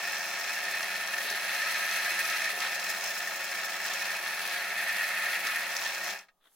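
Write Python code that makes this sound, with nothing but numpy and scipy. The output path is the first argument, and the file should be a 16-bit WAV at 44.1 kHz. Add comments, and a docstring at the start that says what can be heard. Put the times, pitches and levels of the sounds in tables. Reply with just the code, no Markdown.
"""A geared electric drill in a bench stand runs at a steady speed, and a paper-covered board slides on the
table. The carriage rubs down its column and the bit bores a hole: the gears' noise rattle grows louder under
load. The carriage rises, the board is slid again, and a second hole is bored. Shaft tones and a noise hiss of
brushes and air run throughout. After a last slide the drill's sound fades quickly away, with one light knock, a
noise burst through the housing plus ringing tones; then a hand, made of shaped noise, brushes the paper."""
import sys
import numpy as np
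from scipy import signal
from scipy.fft import rfft, irfft, next_fast_len
from scipy.io import wavfile
from scipy.ndimage import map_coordinates

SR = 44100
rng = np.random.default_rng(int(sys.argv[2]) if len(sys.argv) > 2 else 0)


def store_pcm(level_fs):
    """Save levels as 16-bit WAV."""
    pcm = np.round(np.clip(level_fs, -1, 1) * 32767).astype(np.int16)
    wavfile.write(sys.argv[1], SR, np.atleast_2d(pcm).T)


N = 288855
TIME = np.arange(N) / SR  # seconds

# In colour tables only the shape counts: each whole response is levelled to rms 1.
# A relative_db is shifted by a fixed gain where the table is used.

# tones at sums of shaft speeds: motor_order, layshaft_order, spindle_order, relative_db
SHAFT_TONES = [(0, 0, 7, -66.5), (0, 0, 8, -72), (0, 0, 10, -74), (0, 0, 13, -74.5), (1, 0, -2, -71),
               (0, 0, 14, -77), (1, 0, 0, -66), (0, 0, 22, -69.5), (0, 8, 0, -61.5), (2, -1, 0, -63.5),
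               (2, 0, 0, -55), (2, 0, 2, -83.5), (2, 1, 0, -60), (2, 2, 0, -61), (3, -1, 0, -70.5),
               (3, 0, 0, -65), (3, 1, 0, -69.5)]
# resonances of gear case and stand: pitch_hz, width_hz, lift_db
HOUSING_MODES = [(192.4, 24, 11), (348, 55, 10.5), (406.6, 28, 9), (550.4, 90, 13), (653.3, 48, 11),
                 (714, 35, 14), (865, 51, 8), (1107, 22, 9), (1289.4, 110, 14), (1442, 126, 14),
                 (1641.6, 89, 15.5), (1770, 96, 14.5), (1854.4, 63, 9), (1990, 69, 2), (2255, 155, 7),
                 (2515, 74, 11.5), (2687, 137, 8.5), (3253, 67, 6), (3540, 28, 11), (4050, 100, 7.5),
                 (4285, 123, 7), (4900, 55, 8), (5250, 61, 6), (5500, 190, 7.5), (6070, 260, 2)]
# dips in the response of gear case and stand: pitch_hz, width_hz, change_db
HOUSING_DIPS = [(226, 22, -3.5), (450, 32, -1), (750, 26, -1.5), (1173, 41, -1), (1350, 39, -3),
                (1687, 23, -1), (2426, 36, -4), (2640, 24, -4.5), (3590, 90, -3), (4900, 110, -4.5),
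                (5330, 90, -9.5)]
# broad slope under those resonances: pitch_hz, level_db
HOUSING_SLOPE = [(60, -76), (110, -45), (170, -26), (240, -24.5), (470, -23), (560, -16), (1000, -8),
                 (1500, -13.5), (2000, -0.5), (2900, -5.5), (5000, -8.5), (7000, -13), (9000, -16),
                 (13000, -36)]
# change of gear colour under load in the first hole: pitch_hz, change_db
FIRST_HOLE_COLOUR = [(1150, -6.5), (1290, 3), (1450, -2.5), (1600, 1.5), (1780, -0.5), (2000, 3),
                     (2250, -1), (2550, 0.5), (3400, -2), (4050, 1), (4500, -0.5), (5500, 2), (9000, -0.5)]
# the same in the second hole, with the board turned round: pitch_hz, change_db
SECOND_HOLE_COLOUR = [(780, -9), (885, 7.5), (1020, -2.5), (1150, -8), (1300, 3), (1600, 1), (1770, 1),
                      (1900, 6.5), (2020, 5.5), (2250, 2), (2600, 0.5), (3400, -1.5), (4050, -3), (4500, 0),
                      (5500, -5), (9000, -3)]
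# the bit in the wood: touch_s, full_bite_s, ease_s, free_s, load (0-1)
HOLE_TIMES = [(1.193, 1.647, 2.3, 2.83, 0.79), (4.419, 4.88, 5.58, 5.74, 0.66)]
# the rattle swells or slackens: start_s, end_s, change_db
RATTLE_SWELLS = [(.46, .6, 1), (.63, 1.05, 1.0), (2.28, 2.51, 0.8), (2.52, 2.6, -3), (2.612, 2.69, 2),
                 (2.72, 2.98, 1.2), (3.24, 3.52, -0.5), (3.83, 4.17, 1.2), (4.25, 4.31, 1),
                 (4.62, 4.78, -.8), (5.06, 5.2, 0.2), (5.22, 5.37, 1), (5.39, 5.44, -2), (5.77, 5.9, 0.6),
                 (5.9, 6.09, -0.5)]
# the hiss flares into a short rasp or slackens: start_s, end_s, change_db
HISS_RASPS = [(1.19, 1.37, 2), (2.17, 2.32, 1.5), (2.59, 2.67, 0.5), (2.84, 3.2, 1.5), (3.83, 4.2, 0.9),
              (4.39, 4.56, 0.5), (4.58, 4.78, -2), (5.44, 5.5, 2), (5.72, 5.91, 1.5)]
# height of the carriage on its column: time_s, height (0 lowered, 1 raised)
CARRIAGE_HEIGHT = [(0, 0.96), (.45, .9), (.75, 0.3), (1.3, 0), (2.5, 0), (2.85, 1), (3.9, 0.95),
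                   (4.12, 0.2), (4.25, 0), (5.6, 0.1), (5.76, 0.85)]
# colour of the air hiss with the drill lowered: pitch_hz, level_db
AIR_LOWERED_COLOUR = [(2500, -32), (4500, 1.5), (5500, 3), (7500, 1.5), (9000, -4.5), (9700, 3.5),
                      (10300, 5.5), (11000, 5), (11800, 2), (12500, 3), (14000, 1.5), (15600, 1)]
# colour of the air hiss with the drill raised: pitch_hz, level_db
AIR_RAISED_COLOUR = [(2500, -30.5), (4700, 4), (5500, 13.5), (5950, 3.5), (6650, 8), (7500, 5.5),
                     (9200, -0.5), (10300, 5), (11100, 0.5), (12800, 3), (14200, 4.5), (15600, 3)]
# colour of the cutting edges' crunch: pitch_hz, level_db
CUT_COLOUR = [(1500, -33.5), (3500, -0.5), (8500, -3.5), (10400, 2.5), (11300, -0.5), (11850, 0.5),
              (12300, 1), (13000, 2.5), (14500, -1.5), (16000, -2.5)]
# the carriage rubs down or up the column: start_s, end_s, level_db
CARRIAGE_FEEDS = [(1.21, 1.4, -42), (2.61, 2.73, -48), (4.38, 4.62, -44), (5.8, 5.91, -48)]
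# colour of that rubbing: pitch_hz, level_db
COLUMN_COLOUR = [(150, -57), (1200, -24), (2800, -5.5), (3900, -3), (4700, -6), (6000, -26.5), (15000, -32)]
# hard clashes of the gears: time_s, relative_db
GEAR_CLASHES = [(.651, -30), (0.68, -29.5), (.738, -24), (.773, -30), (.8185, -28), (0.9548, -27),
                (1.051, -32), (1.1358, -24.5), (1.1836, -26.5), (1.376, -31.5), (1.391, -32), (1.5468, -30),
                (1.6175, -23), (1.8252, -27), (1.9215, -29), (2.097, -27), (2.4545, -27), (2.473, -28),
                (3.272, -28.5), (3.4, -31.5), (4.2774, -26.5), (4.567, -31), (4.8918, -25), (5.01, -25.5),
                (5.036, -26), (5.289, -27.5), (5.348, -27), (5.854, -25.5), (6.098, -33)]
# sharp ticks: time_s, relative_db
TICK_TIMES = [(.6519, -28), (.829, -25), (1.074, -26), (1.1817, -26), (1.3009, -24.5), (1.5477, -29),
              (1.7434, -26.5), (1.9116, -26), (2.0462, -24.5), (2.1909, -25), (2.2528, -24),
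              (2.2987, -22.5), (2.4438, -25.5), (2.589, -28), (2.6035, -22), (2.7487, -28.5),
              (2.7965, -25.5), (2.8439, -27.5), (4.1669, -31), (4.4962, -28.5), (5.4695, -22)]
# colour of the ticks: pitch_hz, level_db
TICK_COLOUR = [(1000, -24), (2500, 10), (6000, 14), (9000, 1), (15000, -1)]
# thin, bright crackles: time_s, level_db
CRACKLE_TIMES = [(.8195, -39), (1.2171, -34), (1.3014, -40), (1.5693, -36.5), (2.1914, -35), (2.5611, -42),
                 (2.68, -41), (2.88, -39), (2.9043, -39), (3.042, -34), (4.1669, -37.5), (4.3934, -39.5),
                 (4.46, -37)]
# colour of the crackles: pitch_hz, level_db
CRACKLE_COLOUR = [(2000, -29), (5000, -2), (10500, 1), (15500, -1.5)]
# dull bumps: time_s, relative_db
BUMP_TIMES = [(1.245, -47), (1.305, -47), (2.525, -48), (2.57, -49.5), (2.89, -54), (4.45, -51),
              (5.44, -50)]
# colour of the bumps: pitch_hz, level_db
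BUMP_COLOUR = [(60, -41), (150, -16), (300, -1.5), (420, 7.5), (600, -15), (1200, -56.5)]
# faint low thumps in the bench: time_s, relative_db
THUMP_TIMES = [(.45, -80), (.633, -74), (1.3, -67.5), (2.096, -69), (2.168, -71), (2.235, -73),
               (2.809, -73), (3.399, -73), (5.794, -66), (6.03, -73)]
# colour of the bench: pitch_hz, level_db
BENCH_COLOUR = [(20, -9), (45, -3.5), (75, -0.5), (110, -5), (170, -19), (400, -60)]
# the board judders against bit or table: start_s, end_s, level_db
BOARD_JUDDERS = [(2.612, 2.71, -37), (3.02, 3.11, -41), (3.84, 3.98, -41), (5.44, 5.53, -39.5),
                 (5.8, 5.9, -42)]
# colour of the juddering wood: pitch_hz, level_db
WOOD_COLOUR = [(200, -33), (500, -10), (1000, -1.5), (1350, 0), (1800, -3), (2300, 1), (3000, -3),
               (4200, -5), (6000, -14), (12000, -30)]
# the board slides on the table: start_s, end_s, level_db
BOARD_SLIDES = [(0, .62, -46.5), (3.005, 3.125, -42), (3.828, 4.14, -49), (5.714, 5.92, -44.5),
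                (6.02, 6.16, -45), (6.17, 6.22, -52)]
# colour of the sliding: pitch_hz, level_db
SLIDE_COLOUR = [(200, -56), (1500, -24), (3200, -16), (5600, 13.5), (7200, -2), (9000, -4), (15000, -31)]
# the sliding board catches on grit: time_s, level_db
GRIT_CATCHES = [(3.0106, -34), (3.04, -32), (3.0614, -30), (3.073, -34), (3.8422, -35), (3.8546, -31),
                (3.882, -31), (3.938, -30), (5.7189, -37), (5.7668, -27.5), (5.793, -39), (5.85, -33.5),
                (5.948, -32.5), (6.0447, -36), (6.072, -36), (6.106, -31.5), (6.19, -41)]
# colour of those catches: pitch_hz, level_db
GRIT_COLOUR = [(800, -29.5), (2500, -9), (4200, -3), (6000, 2), (7500, -3), (10000, -16.5), (15000, -24)]
# tones of the stand that hang on after the knock: pitch_hz, level_db, t60_s (time to fall 60 dB)
STAND_TONES = [(180, -87, .5), (705, -67, .07)]
# the hand on the paper: time_s, rub_db, hiss_db
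HAND_SWEEP = [(6.385, -92, -100), (6.415, -76, -88), (6.445, -68, -72), (6.472, -64, -70),
              (6.492, -76, -73), (6.55, -79, -65.5)]
# colour of the palm's rub: pitch_hz, level_db
PALM_COLOUR = [(60, -45.5), (150, -22), (400, -2), (700, -8), (1200, -2), (1750, 0), (2500, -10), (3450, 1),
               (4200, -9), (5000, -22), (7800, -38.5)]
# colour of the paper's hiss: pitch_hz, level_db
PAPER_COLOUR = [(1760, -34), (3000, -9), (3720, -15), (3960, -9), (12200, 1.5), (15800, -8)]
# colour of the quiet room: pitch_hz, level_db
ROOM_COLOUR = [(15, 7), (25, -7), (45, -17), (100, -26), (180, -14), (330, -19), (830, -9), (1040, -18),
               (1230, -12), (1400, -29), (15800, -26)]
# how alike left and right are: pitch_hz, likeness (-1 to 1)
STEREO_LIKENESS = [(100, 0.84), (1750, 0.99), (2150, 0.69), (2500, 0.83), (2900, 0.31), (4050, 0.69),
                   (4900, 0.36), (5700, -0.18), (6200, 0.6), (7000, -0.13), (12000, 0.14), (13200, -0.2),
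                   (15000, -0.039)]
# how much stronger left is than right: pitch_hz, difference_db
STEREO_TILT = [(200, 0.5), (650, 3), (1100, 1.5), (2000, -1), (2600, -0.5), (3300, 4.5), (4600, 0.5),
               (9000, 0.5), (14000, -1.5)]

MOTOR_HZ, LAYSHAFT_HZ, SPINDLE_HZ = 400.1, 83.13, 26.45  # turns per second, before a slight drift
FADE_START_S, STOP_S = 6.112, 6.318  # the drill's sound starts to fade, and is gone
KNOCK_S = 6.283  # the light knock as the drill's sound fades
# trim of tones and drone, and steepness of their fade
MOTOR_DB, MOTOR_FADE_POWER = -1, 1.9
# base level before the gains of each layer, rise at full load, steepness of the fade
RATTLE_DB, RATTLE_LOAD_DB, RATTLE_FADE_POWER = -36.5, 4.5, 2.74
HISS_DB, HISS_LOAD_DB, HISS_FADE_POWER = -46, 3.5, 3
SWELL_EDGE_S = 0.0083  # time in which a swell sets in or ends
SLIDE_RISE_S, SLIDE_FALL_S = 0.022, 0.045  # a push gathers speed and comes to rest
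TONE_WAVER_DB, TONE_WAVER_RATE = .8, 6  # depth, and random points per second
WAVER_SHARE, WAVER_RATE = .006, 9  # rough share of pitch, and random points per second
RING_HZ, RING_DB, RING_T60_S = 1244, -64, .7  # tone of the stand that outlasts the drill
TOP_HZ = 15870  # nothing is kept from here up


def gears(angles):
    """Free teeth clash across their gaps; pressed together by the cut they ring the housing more evenly."""
    load = bit_load()
    unsteady = (1 - .5 * load) * flutter(depth_db=0.92, rate=90)
    level_db = RATTLE_DB + RATTLE_LOAD_DB * load + swells(RATTLE_SWELLS) + unsteady
    level = amp(level_db) * fade_gain(RATTLE_FADE_POWER)
    force = beating(angles, motor=0.11, layshaft=0.12, spindle=0.03)

    def case(hz):
        """The housing without its low end."""
        return housing(hz) + above(hz, corner_hz=1215, order=10)

    impacts = grains(rate=6500, spread_db=3.0, life=0.0006)
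    clashes = amp(1.0) * np.sqrt(1 - load) * level * force * impacts
    free = heard(clashes * noise(), case)

    pressed = beating(angles, motor=0.13, layshaft=.08, spindle=.02)
    grind = amp(2.0) * np.sqrt(load) * level * pressed * noise()
    middle_s = N / SR / 2  # lies between the two holes
    first = heard(grind * (TIME < middle_s), lambda hz: case(hz) + along(FIRST_HOLE_COLOUR, hz))
    second = heard(grind * (TIME > middle_s), lambda hz: case(hz) + along(SECOND_HOLE_COLOUR, hz))

    # the low modes of the stand drone at one level, whatever the load
    drone_level = amp(-44) * motor_level() * fade_gain(0.76)
    drone = heard(force * drone_level * noise(), lambda hz: housing(hz) + below(hz, 1144, order=10))
    return free + waver(first + second) + drone


def gear_clashes():
    """Hard clashes of the gears: a noise burst in the housing plus its strongest mode ringing."""
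    blows = amp(-6) * bursts(GEAR_CLASHES, t60=0.048)
    burst = heard(blows * noise(), lambda hz: housing(hz) + above(hz, corner_hz=1300, order=8))
    return amp(-1) * clash_ring(hz=1795, attack=0.001, t60=0.084) + burst


def clash_ring(hz, attack, t60):
    """Each clash sets the strongest mode of the gear case ringing, a little off pitch each time."""
    out, age = np.zeros(N + SR), np.arange(SR // 5) / SR
    chances = rng.standard_normal((len(GEAR_CLASHES), 2))
    for (s, db), (detune, phase) in zip(GEAR_CLASHES, chances):
        swell = amp(db - 60 * age / t60) * (1 - np.exp(-age / attack))
        turns = hz * (1 + 0.0096 * detune) * age + phase
        out[round(s * SR):][:len(age)] += swell * np.sin(2 * np.pi * turns)
    return out[:N]


def whine(angles):
    """Imbalance and gear errors sound at multiples of the shaft speeds and their sums and differences."""
    tones = 0
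    for *orders, db in SHAFT_TONES:
        level = amp(db + TONE_WAVER_DB * wobble(TONE_WAVER_RATE))
        phase = rng.uniform(0, 2 * np.pi) + 0.09 * wobble(13)
        tones = tones + level * np.sin(np.round(orders) @ angles + phase)
    left_right = amp([[1], [-1]])  # left 2 dB stronger
    return np.sqrt(2) * tones * motor_level() * left_right


def hiss(angles):
    """Brushes and air fizz and spit, coloured by the drill's height; under load the cutting crunch takes over."""
    load = bit_load()
    height = np.clip(curves(CARRIAGE_HEIGHT)[0], 0, 1)
    level_db = HISS_DB + HISS_LOAD_DB * load + swells(HISS_RASPS) + flutter(depth_db=1.56, rate=60)
    level = amp(level_db) * fade_gain(HISS_FADE_POWER)
    force = level * beating(angles, motor=.025, layshaft=0.15, spindle=0.025)

    spits = grains(rate=170, spread_db=4.0, life=0.0028)
    fine_air = grains(rate=2800, spread_db=0.5, life=0.00099)
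    fine_cut = grains(rate=14000, spread_db=1.5, life=.0012)
    air = np.sqrt(1 - load) * force * np.hypot(amp(2.2) * fine_air, amp(-3.5) * spits)
    cut = np.sqrt(load) * force * np.hypot(amp(3.5) * fine_cut, amp(-11) * spits)

    lowered = fizz(AIR_LOWERED_COLOUR, amp(-0.05) * np.sqrt(1 - height) * air)
    raised = fizz(AIR_RAISED_COLOUR, amp(1.6) * np.sqrt(height) * air)
    return lowered + raised + fizz(CUT_COLOUR, cut)


def ring_on():
    """The stand rings faintly while the drill shakes it and dies away after the drill begins to fade."""
    unsteady = flutter(depth_db=2.5, rate=8) * (TIME < FADE_START_S)
    decay_db = 60 * np.maximum(TIME - FADE_START_S, 0) / RING_T60_S
    level = amp(RING_DB + unsteady - decay_db)
    return level * np.sin(2 * np.pi * RING_HZ * TIME + 2 * wobble(20) * fade_gain(1))


def carriage():
    """The drill's carriage rubs along the column as it is lowered and raised: grainy noise."""
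    return rush(COLUMN_COLOUR, strokes(CARRIAGE_FEEDS) * grains(rate=1200, spread_db=3.5, life=0.00092))


def ticks_and_crackles():
    """Sharp ticks and thin, bright crackles: short bursts of noise."""
    ticks = rush(TICK_COLOUR, amp(-6.0) * bursts(TICK_TIMES, t60=0.032))
    return ticks + rush(CRACKLE_COLOUR, bursts(CRACKLE_TIMES, t60=.04))


def bumps_and_thumps():
    """Dull bumps, and faint low thumps in the bench: dying bursts of low noise."""
    bumps = rush(BUMP_COLOUR, amp(-1.0) * bursts(BUMP_TIMES, t60=0.14))
    return bumps + rush(BENCH_COLOUR, amp(-4) * bursts(THUMP_TIMES, t60=0.13))


def judder():
    """The board sticks and slips in quick, woody chatter."""
    return rush(WOOD_COLOUR, strokes(BOARD_JUDDERS) * grains(rate=600, spread_db=1, life=.0018))


def board_slide():
    """The board scrapes over grit on the table in tiny random impacts, and catches on it."""
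    grit = strokes(BOARD_SLIDES) * grains(rate=420, spread_db=4, life=0.00044)
    table = ripple(depth_db=0.5, spacing_hz=105.0)
    scrape = heard(grit * noise(), lambda hz: along(SLIDE_COLOUR, hz) + along(table, hz))
    return scrape + rush(GRIT_COLOUR, bursts(GRIT_CATCHES, t60=0.023))


def last_knock():
    """One light, soft blow on the stand: the housing rings briefly, the stand's tones hang on."""
    age = np.maximum(TIME - KNOCK_S, 0)
    ring = sum(amp(db - 60 * age / t60) * np.sin(2 * np.pi * hz * age) for hz, db, t60 in STAND_TONES)
    soft_start = np.clip(age / 0.005, 0, 1)
    blow = bursts([(KNOCK_S, -50)], t60=0.062) * soft_start
    return ring + heard(blow * noise(), lambda hz: housing(hz) + below(hz, 4700, order=2))


def hand_on_paper():
    """A palm sweeps the paper: a grainy rub from the skin and a smooth hiss from the sheet."""
    rub, swish = amp(curves(HAND_SWEEP))
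    palm = rush(PALM_COLOUR, rub * grains(rate=1000, spread_db=1, life=.001))
    return palm + rush(PAPER_COLOUR, swish)


def room():
    """Quiet steady noise of the room."""
    return rush(ROOM_COLOUR, amp(-75))


def shaft_angles():
    """Motor, layshaft and spindle turn locked together, with a slight common speed drift."""
    clock = TIME + np.cumsum(0.0005 * wobble(4.65)) / SR
    return 2 * np.pi * np.outer([MOTOR_HZ, LAYSHAFT_HZ, SPINDLE_HZ], clock)


def beating(angles, motor, layshaft, spindle):
    """Contact force swells once a turn of each shaft; on the layshaft it jumps up and eases off."""
    kick = np.sin(angles[1]) + np.sin(2 * angles[1]) / 2 + np.sin(3 * angles[1]) / 3
    return unit(np.exp(motor * np.cos(angles[0]) + layshaft * kick + spindle * np.cos(angles[2])))


def bit_load():
    """Load on the bit, 0-1: in each hole it builds up, holds and eases off."""
    total = sum(load * np.interp(TIME, [touch, bite, ease, free], [0, 1, 1, 0])
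                for touch, bite, ease, free, load in HOLE_TIMES)
    return np.clip(total, 0, 1)


def fade_gain(power):
    """Gain of the drill: 1 while it runs, then a power of the share of the fade that is left."""
    return np.clip((STOP_S - TIME) / (STOP_S - FADE_START_S), 0, 1) ** power


def motor_level():
    """Gain of everything that follows the motor alone."""
    return amp(MOTOR_DB) * fade_gain(MOTOR_FADE_POWER)


def housing(hz):
    """Response of gear case and stand in dB: a slope with resonances and dips."""
    modes = sum(db / (1 + (2 * (hz - centre) / width) ** 2)
                for centre, width, db in HOUSING_MODES + HOUSING_DIPS)
    return along(HOUSING_SLOPE, hz) + modes


def waver(x):
    """Uneven cutting pressure bends the ringing a little up and down in pitch."""
    at = (TIME + WAVER_SHARE / WAVER_RATE * wobble(WAVER_RATE)) * SR
    return np.array([map_coordinates(channel, [at], order=5) for channel in x])


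def fizz(spectrum, envelope):
    """Hiss that reaches the microphones past metal parts, each path with its own fine ripple."""
    metal = ripple(depth_db=1.9, spacing_hz=90)
    return heard(envelope * noise(), lambda hz: along(spectrum, hz) + along(metal, hz))


def ripple(depth_db, spacing_hz):
    """Many close, weak resonances as random points: pitch_hz, change_db."""
    hz = np.arange(400) * max(spacing_hz, 50)
    return np.column_stack([hz, depth_db * rng.standard_normal(len(hz))])


def swells(rows):
    """Level change in dB from rows start_s, end_s, change_db with soft edges."""
    return sum(db * np.clip(np.minimum(TIME - start, end - TIME) / SWELL_EDGE_S, 0, 1)
               for start, end, db in rows)


def strokes(rows):
    """Envelope of pushes (start_s, end_s, level_db) that gather speed and come to rest."""
    total = 0
    for start, end, db in rows:
        rise = np.interp(TIME, [start, start + SLIDE_RISE_S], [0, 1])
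        fall = np.interp(TIME, [end - SLIDE_FALL_S, end], [1, 0])
        total = total + amp(db) * rise * fall
    return total


def bursts(rows, t60):
    """Envelope of sudden blows (time_s, level_db) that fall 60 dB in t60 seconds."""
    return sum(amp(db - 60 * np.maximum(TIME - s, 0) / t60) * (TIME >= s) for s, db in rows)


def grains(rate, spread_db, life):
    """Envelope of rms 1 of random tiny impacts: rate per second, uneven size, life in seconds."""
    power = (rng.random(N) < rate / SR) * amp(spread_db * rng.standard_normal(N)) ** 2
    return unit(np.sqrt(signal.lfilter([1], [1, -np.exp(-1 / (life * SR))], power)))


def flutter(depth_db, rate):
    """Quick random unsteadiness of a level, in dB."""
    return depth_db * wobble(rate)


def wobble(rate):
    """A smooth random curve through `rate` random points a second."""
    return map_coordinates(rng.standard_normal(int(N * rate / SR) + 4), [TIME * rate])


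def noise():
    """Two independent channels of white noise."""
    return rng.standard_normal((2, N))


def rush(spectrum, envelope):
    """Noise under an envelope, coloured by a spectrum."""
    return heard(envelope * noise(), lambda hz: along(spectrum, hz))


def heard(pair, level):
    """Two force signals ring through a response (dB at each Hz) and reach the two microphones."""
    size = 2 * next_fast_len(N // 2 + SR // 4)
    hz = np.fft.rfftfreq(size, 1 / SR)
    gain = unit(amp(level(hz)))
    # fold the cepstrum so that the ringing only follows a blow and never comes before it
    cepstrum = irfft(np.log(gain + 1e-6))
    cepstrum[1:size // 2] *= 2
    cepstrum[size // 2 + 1:] = 0
    response = np.exp(rfft(cepstrum))
    # share the sound between middle and sides to make left and right as alike as listed
    turn = np.arccos(np.clip(along(STEREO_LIKENESS, hz), -1, 1)) / 2
    mid, side = rfft(pair, size) * response * [np.cos(turn), np.sin(turn)]
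    lean = amp(along(STEREO_TILT, hz) / 2)
    return irfft(np.array([(mid + side) * lean, (mid - side) / lean]))[:, :N]


def above(hz, corner_hz, order):
    """Slope in dB that lets only frequencies above the corner through."""
    return -10 * np.log10(1 + (corner_hz / (hz + 1)) ** order)


def below(hz, corner_hz, order):
    """Slope in dB that lets only frequencies below the corner through."""
    return above(corner_hz, hz, order)


def along(points, hz):
    """Read a curve of pitch_hz, value points on a log pitch axis."""
    f, v = np.transpose(points)
    return np.interp(np.log(hz + 1), np.log(f + 1), v)


def curves(rows):
    """One value per sample for each column after the time."""
    s, *cols = np.transpose(rows)
    return [np.interp(TIME, s, c) for c in cols]


def amp(db):
    """Turn decibels into a plain gain."""
    return 10 ** (np.asarray(db) / 20)


def unit(x):
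    """Scale to rms 1."""
    return x / np.sqrt(np.mean(x ** 2) + 1e-20)


def scene():
    """Drill, stand, board, hand and the quiet room."""
    angles = shaft_angles()
    drill = gears(angles) + gear_clashes() + whine(angles) + hiss(angles) + ring_on() + carriage()
    blows = ticks_and_crackles() + bumps_and_thumps() + last_knock()
    board = judder() + board_slide() + hand_on_paper()
    return drill + blows + board + room()


def record(dry):
    """Keep nothing above the band limit."""
    size = next_fast_len(N + SR // 4)
    kept = np.fft.rfftfreq(size, 1 / SR) < TOP_HZ
    return irfft(rfft(dry, size) * kept, size)[:, :N]


dry = scene()
out = record(dry)
store_pcm(out)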